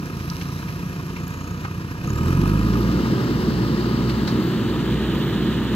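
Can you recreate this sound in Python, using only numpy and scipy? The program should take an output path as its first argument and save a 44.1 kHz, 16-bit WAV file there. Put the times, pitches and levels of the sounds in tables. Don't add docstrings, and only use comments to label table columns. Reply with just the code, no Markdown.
import sys
import numpy as np
from scipy import signal
from scipy.fft import rfft, irfft
from scipy.io import wavfile
from scipy.ndimage import uniform_filter1d

SR = 44100
rng = np.random.default_rng(int(sys.argv[2]) if len(sys.argv) > 2 else 0)


def log_audio(samples):
    frames = np.atleast_2d(samples).T
    limited = np.clip(frames, -1, 1)
    pcm = np.round(limited * 32767).astype(np.int16)
    wavfile.write(sys.argv[1], SR, pcm)


N = 253575
T = np.arange(N) / SR
IDLE_PER_S, LOUD_PER_S, FULL_PER_S = 29.705, 42.6, 61.503
THROTTLE_S, BACKING_S = 1.969, 2.77

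# frequency in Hz, bandwidth in Hz, relative level in dB.
PANEL_MODES = [(674, 34, -21), (970, 78, -10.5), (1243, 54, -6), (1666, 41, -12), (2482, 23, -27.5),
               (2984, 49, -18)]


def amp(db):
    return 10 ** (np.asarray(db) / 20)


def unit_rms(x):
    return x / np.sqrt(np.mean(x ** 2) + 1e-20)


def curve(rows, at, column=1, scale=lambda v: v):
    rows = np.asarray(rows, float)
    return np.interp(scale(at), scale(rows[:, 0]), rows[:, column])


def coloured(x, rows, column=1):
    hz = np.fft.rfftfreq(N, 1 / SR)
    low_cut = np.clip(2 * hz / rows[0][0] - 1, 0, 1) ** 2
    return unit_rms(irfft(rfft(x) * low_cut * amp(curve(rows, hz, column, np.log1p)), N))


def resonate(x, hz, width_hz):
    phasor = np.exp(2j * np.pi * np.cumsum(hz * np.ones(x.shape[-1])) / SR)
    pole = np.exp(-np.pi * width_hz / SR)
    return 2 * (phasor * signal.lfilter([1 - pole], [1, -pole], x / phasor)).real


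def wander(width_hz, count):
    pole = np.exp(-np.pi * width_hz / SR)
    return unit_rms(signal.lfilter([1 - pole], [1, -pole], rng.standard_normal((count, N))))


def puffs(firings, depth, lag, spread_db):
    strengths = amp(spread_db * rng.uniform(-2.0, 1, int(firings[-1]) + 2))
    swell = np.exp(depth * (np.cos(2 * np.pi * (firings - lag)) - 1))
    envelope = 1 + swell * strengths[(firings - lag + .5).astype(int)] * depth
    return envelope / np.sqrt(uniform_filter1d(envelope ** 2, SR // 4))


def firing_rate(run_up_s=1.174, surge_s=.195):
    # time in seconds, change of rate in Hz.
    surges = [(.26, -2.146), (1.257, -.789), (3.067, 1.599), (4.301, 2.246), (4.84, -.827), (5.188, 1.137)]
    run_up = np.sin(np.pi / 2 * np.clip((T - THROTTLE_S) / run_up_s, 0, 1))
    hunting = sum(change * np.exp(-((T - s) / surge_s) ** 2) for s, change in surges)
    return IDLE_PER_S + (FULL_PER_S - IDLE_PER_S) * run_up + hunting


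def engine_gain(rate, idle_db, working_db, fade_db_per_s):
    effort = np.clip((rate - IDLE_PER_S) / (LOUD_PER_S - IDLE_PER_S), 0, 1)
    return amp(idle_db + (working_db - idle_db) * effort - fade_db_per_s * np.maximum(T - BACKING_S, 0))


def soil_and_air():
    # time in seconds, level in dB.
    hiss_level = [(0.0, -53), (0.4, -45), (2.03, -65), (2.1, -49), (2.5, -53), (2.9, -80)]
    # frequency in Hz, relative density in dB.
    grit = [(2000, -3), (3500, -8.5), (5500, -11), (8000, -16.5), (12000, -8), (15500, -18)]
    # time in seconds, level in dB.
    scrape = [(0, -76), (.15, -60), (.6, -55), (.75, -94)]
    grains = amp(0.83 * np.minimum(rng.exponential(1, N), 5)) * (rng.random(N) < 2500 / SR)
    stones = amp(11 + 3 * np.minimum(rng.exponential(1, N), 3)) * (rng.random(N) < 18 / SR)
    impacts = signal.lfilter([1], [1, -.96], grains + stones) * rng.standard_normal((2, N))
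    lip = amp(curve(scrape, T)) * unit_rms(resonate(impacts, 4000, 250))
    return amp(curve(hiss_level, T)) * coloured(impacts, grit) + lip


def clanks():
    # start in seconds, level in dB, centre in Hz, bandwidth in Hz, 60 dB decay time in seconds.
    blows = [(.057, -35, 7500, 3000, 0.016), (.2997, -26.5, 5070, 2500, 0.017),
             (.4125, -26.5, 2270, 2400, 0.037), (.6818, -34, 1970, 1600, 0.11),
             (1.1613, -33, 2280, 1300, 0.11), (1.279, -33, 11900, 5000, .02),
             (1.6472, -25, 1160, 796, 0.069), (1.6472, -33.5, 2180, 1200, 0.086),
             (4.0936, -25, 1780, 2980, 0.082), (4.272, -29.5, 4430, 2970, 0.13),
             (4.2752, -25, 1280, 900, 0.12)]
    out = np.zeros((2, N))
    t = np.arange(SR // 8) / SR
    for s, db, hz, width, t60 in blows:
        noise = rng.standard_normal((2, len(t)))
        band = unit_rms(resonate(resonate(noise, hz, width), hz, width))
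        attack = np.minimum(t / (t60 / 30), 1)
        out[:, round(s * SR):][:, :len(t)] += band * amp(db - 60 * t / t60) * attack
    return out


def injectors(firings, state, snap_s=.007):
    ring_db, snap_db = (-53.5, -48, -60.5), (-57, -43, -60)
    count = np.floor(firings + .1).astype(int)
    ticks = np.diff(count, prepend=count[0]) * amp(2.5 * rng.standard_normal(count[-1] + 1))[count]
    ringing = unit_rms(resonate(ticks, hz=2520, width_hz=80))
    bright = np.diff(rng.standard_normal((2, N + 1)))
    snap = signal.lfilter([1], [1, -np.exp(-1 / (snap_s * SR))], ticks) * bright
    snap = signal.sosfilt(signal.butter(2, 2000, "high", fs=SR, output="sos"), snap)
    easing_db = -8.0 * np.maximum(T - THROTTLE_S, 0) * state[1]
    return amp(np.dot(ring_db, state)) * ringing + amp(np.dot(snap_db, state) + easing_db) * snap


def turbo_whistle(firings, state):
    # time in seconds, frequency in Hz.
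    pitch = [(0, 7400), (.7, 7370), (1.2, 6760), (1.62, 6610), (2.02, 6500), (2.11, 6770), (2.36, 8470),
             (2.8, 12100), (3.1, 13500), (3.45, 14200), (4.05, 14670), (4.3, 14460), (4.65, 14160),
             (5.05, 14410), (5.44, 14220), (5.75, 14050)]
    # centre in Hz, half-width in Hz, lift in dB spooling up and running down.
    duct_modes = [(6678, 116, 20, 22), (7000, 283, 10, 15.5), (7460, 290, 10, 0), (11950, 300, 12, 0),
                  (14320, 55, -1, 13)]
    whistle_db = (-73, -56, -53)
    idling, pulling, revving = state
    hz = curve(pitch, T)
    airy = unit_rms(resonate(resonate(rng.standard_normal(N), hz, 280), hz, 280))
    tone = np.sqrt(2) * np.cos(2 * np.pi * np.cumsum(hz + 70 * wander(29.3, count=1)[0]) / SR)
    whistle = (0.62 * idling + 0.39 * revving) * tone + (0.2 + 0.64 * pulling) * airy
    rising = uniform_filter1d(1. * (np.gradient(hz) > 0), SR // 20)
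    lift_db = sum((up_db * rising + down_db * (1 - rising)) * np.exp(-((hz - centre) / half) ** 2)
                  for centre, half, up_db, down_db in duct_modes)
    whistle *= amp(np.dot(whistle_db, state) + lift_db)
    whistle *= puffs(firings, 6.0 - 4.5 * revving, lag=-0.064, spread_db=2.0)
    return whistle * np.array([[1], [.3]])


def intake_hiss(firings, state):
    idling, pulling, _ = state
    air = rng.standard_normal((2, N))
    airbox = amp(-12) * unit_rms(resonate(air, 12200, 550))
    hiss = unit_rms(resonate(air, 10300, 4900)) + airbox
    draw = 0.51 * idling + uniform_filter1d(pulling, SR // 3, origin=SR // 10)
    return amp(-51.5) * draw * hiss * puffs(firings, 1.6, lag=-0.06, spread_db=5.0)


def knocks(t60=0.033, attack_s=0.003):
    # start in seconds, level in dB.
    hard_firings = [(1.3715, -33), (1.4396, -29), (2.075, -29), (2.1846, -21), (2.282, -17.5),
                    (2.3254, -21), (2.4536, -19), (2.532, -24), (2.7544, -16), (2.8876, -21)]
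    out = np.zeros(N)
    t = np.arange(SR // 10) / SR
    for s, db in hard_firings:
        hz = PANEL_MODES[2][0] * rng.uniform(0.96, 1.02)
        envelope = amp(db - 60 * t / t60) * np.minimum(t / attack_s, 1)
        out[round(s * SR):][:len(t)] += np.sin(2 * np.pi * hz * t) * envelope
    return out


def clatter(firings, rate, state):
    # frequency in Hz, relative density in dB idling and revving.
    spectrum = [(466, 8.5, -5.5), (810, -14.5, -2), (925, 6, 4), (1310, 2, 3.5), (1840, 3, 3),
                (2160, -10.5, -3), (2480, -0.5, -6), (2900, -3, -1.5), (4500, -10.5, -12),
                (5960, -17.5, -14.5), (7100, -10.5, -13), (8570, -26, -20), (11300, -15, -22),
                (15500, -23, -16)]
    idling, pulling, revving = state
    swell = puffs(firings, 0.17 * idling + 0.26 * pulling + 0.097, lag=-0.13, spread_db=10.0)
    noise = rng.standard_normal((2, 2, N)) * swell
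    block = np.sqrt(1 - revving) * coloured(noise[0], spectrum)
    block += np.sqrt(revving) * amp(0.5) * coloured(noise[1], spectrum, column=2)
    panels = np.zeros((2, N))
    for hz, width, db in PANEL_MODES:
        force = puffs(firings, 3.0 - 0.3 * revving, lag=-0.049, spread_db=4.5)
        panels += amp(db) * unit_rms(resonate(rng.standard_normal((2, N)) * force, hz, width))
    gain = engine_gain(rate, idle_db=-41, working_db=-33, fade_db_per_s=.45)
    return gain * (block * amp(-3.0 * pulling) + panels * amp(2.2 * pulling - 2.6 * revving))


def exhaust_fundamental(firings, rate, knee_hz=51, db_per_octave=32):
    octaves = np.minimum(np.log2(rate / knee_hz), 0)
    fuelling_db = 14 * np.tanh(np.gradient(rate) * SR / 34)
    return np.sqrt(2) * amp(-34 + db_per_octave * octaves + fuelling_db) * np.cos(2 * np.pi * firings)


def exhaust(firings, rate, state, bark_lag_s=0.076):
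    # multiple of the firing rate, relative level in dB idling, pulling and revving.
    orders = [(2, -14, -5, -13), (3, -11, -4.5, -14), (4, -15, -10, -18.5), (5, -8.5, -20, -18.5),
              (6, -11.5, -15, -22), (3.5, -12, -12, -12.5), (5.3, -42, -15, -20)]
    # frequency in Hz, relative density in dB.
    pipe_idle = [(24, -55), (40, -23.5), (75, -8.5), (183, 0.5), (204, -6), (296, -8), (385, -12.5),
                 (507, -29.5), (651, -29), (700, -21), (910, -39), (1540, -120)]
    pipe_revs = [(24, -38), (40, -20), (65, -8), (86, -8), (123, 2.5), (160, 0.5), (222, 2.5), (269, -4),
                 (333, 0), (700, -26), (910, -25), (1540, -120)]
    turbulence_db = [-3, -5, 0]
    idling = state[0]
    drift = wander(4.9, count=len(orders))
    thump = np.zeros(N)
    for i, (multiple, *db) in enumerate(orders):
        phase = 2 * np.pi * multiple * firings + 0.27 * drift[i - 1]
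        thump += np.sqrt(2) * amp(np.dot(db, state) + 1.26 * drift[i]) * np.cos(phase)
    air = rng.standard_normal((2, 2, N)) * puffs(firings, 0.59 * idling + 0.35, lag=0.032, spread_db=0.5)
    turbulence = np.sqrt(idling) * coloured(air[0], pipe_idle)
    turbulence += np.sqrt(1 - idling) * coloured(air[1], pipe_revs)
    bark = amp(4 * (T > THROTTLE_S + bark_lag_s) * np.sqrt(idling))
    gain = bark * engine_gain(rate, idle_db=-29, working_db=-20, fade_db_per_s=0.95)
    return gain * (thump + amp(np.dot(turbulence_db, state)) * turbulence)


def scene():
    rate = firing_rate()
    firings = .03 + np.cumsum(rate) / SR
    idling = np.clip((37 - rate) / 6, 0, 1)
    revving = np.clip((uniform_filter1d(rate, SR // 4) - 52) / 10.27, 0, 1)
    pulling = 1 - idling - revving
    state = np.array([idling, pulling, revving])
    pipe = exhaust(firings, rate, state) + exhaust_fundamental(firings, rate)
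    block = clatter(firings, rate, state)
    turbo = turbo_whistle(firings, state) + intake_hiss(firings, state)
    return pipe + block + turbo + injectors(firings, state) + knocks() + soil_and_air() + clanks()


def record(dry, cutoff_hz=15720):
    # time in seconds, bearing (0 at the heap, 1 backing, 2 or more ahead).
    path = [(0, 0.33), (2.3, 0.33), (3.2, 0.79), (4.1, 1.13), (4.8, 1.77), (5.75, 2.6)]
    # frequency in Hz, right against left in dB at bearings 0, 1 and 2.
    shadow = [(100, 0, 1, 0.0), (734, 1, -1, 1), (1250, 1.5, 0, -4), (1900, 8, -17.5, -2),
              (2230, 10, -5, -1.5), (3570, -16.5, -4, 9), (3720, -0.5, 4, 10), (4520, -0.5, 12, 5),
              (5420, 11, 7, -5.5), (6150, 15, -4, -14.0), (6880, -0.5, -24, -17), (9150, -12, -9, -9),
              (11400, 1.5, -2, -5), (15100, -1, -13, -12)]
    # frequency in Hz, radians from the side and from ahead.
    phase_lead = [(0, 0, 0), (1200, 1.4, .5), (2050, 2.8, .3), (2200, -2.4, .3), (2900, -.5, .5),
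                  (3800, -.2, 1.6), (6400, 5.4, 5.7), (10000, 8.7, 8.3), (16000, 15.7, 15.5)]
    # frequency in Hz, weight of the direct sound from 0 to 1.
    coherence = [(60, .98), (350, .96), (1200, .9), (3000, .78), (5500, .58), (8000, .42), (15000, .45)]
    hz, t, (direct, scatter) = signal.stft(dry, SR, nperseg=1024, noverlap=768)
    bearing = np.clip(curve(path, t), 0, 2)
    share = [np.maximum(1 - abs(bearing - k), 0) for k in range(3)]
    shadow_db = sum(np.outer(curve(shadow, hz, k + 1, np.log1p), share[k]) for k in range(3))
    lead = np.outer(curve(phase_lead, hz), 1 - share[2]) + np.outer(curve(phase_lead, hz, 2), share[2])
    alike = curve(coherence, hz, scale=np.log1p)[:, None]
    right = amp(shadow_db) * np.exp(-1j * lead) * (alike * direct + np.sqrt(1 - alike ** 2) * scatter)
    ports = np.array([dry[0], signal.istft(right, SR, nperseg=1024, noverlap=768)[1][:N]])
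    ports = signal.sosfilt(signal.butter(2, 30, "high", fs=SR, output="sos"), ports)
    ports = .7 * np.tanh(ports / .7)
    low_pass = signal.firwin(1023, cutoff_hz, window=("kaiser", 9), fs=SR)
    return signal.oaconvolve(ports, low_pass[None], "same")


dry = scene()
out = record(dry)
log_audio(out)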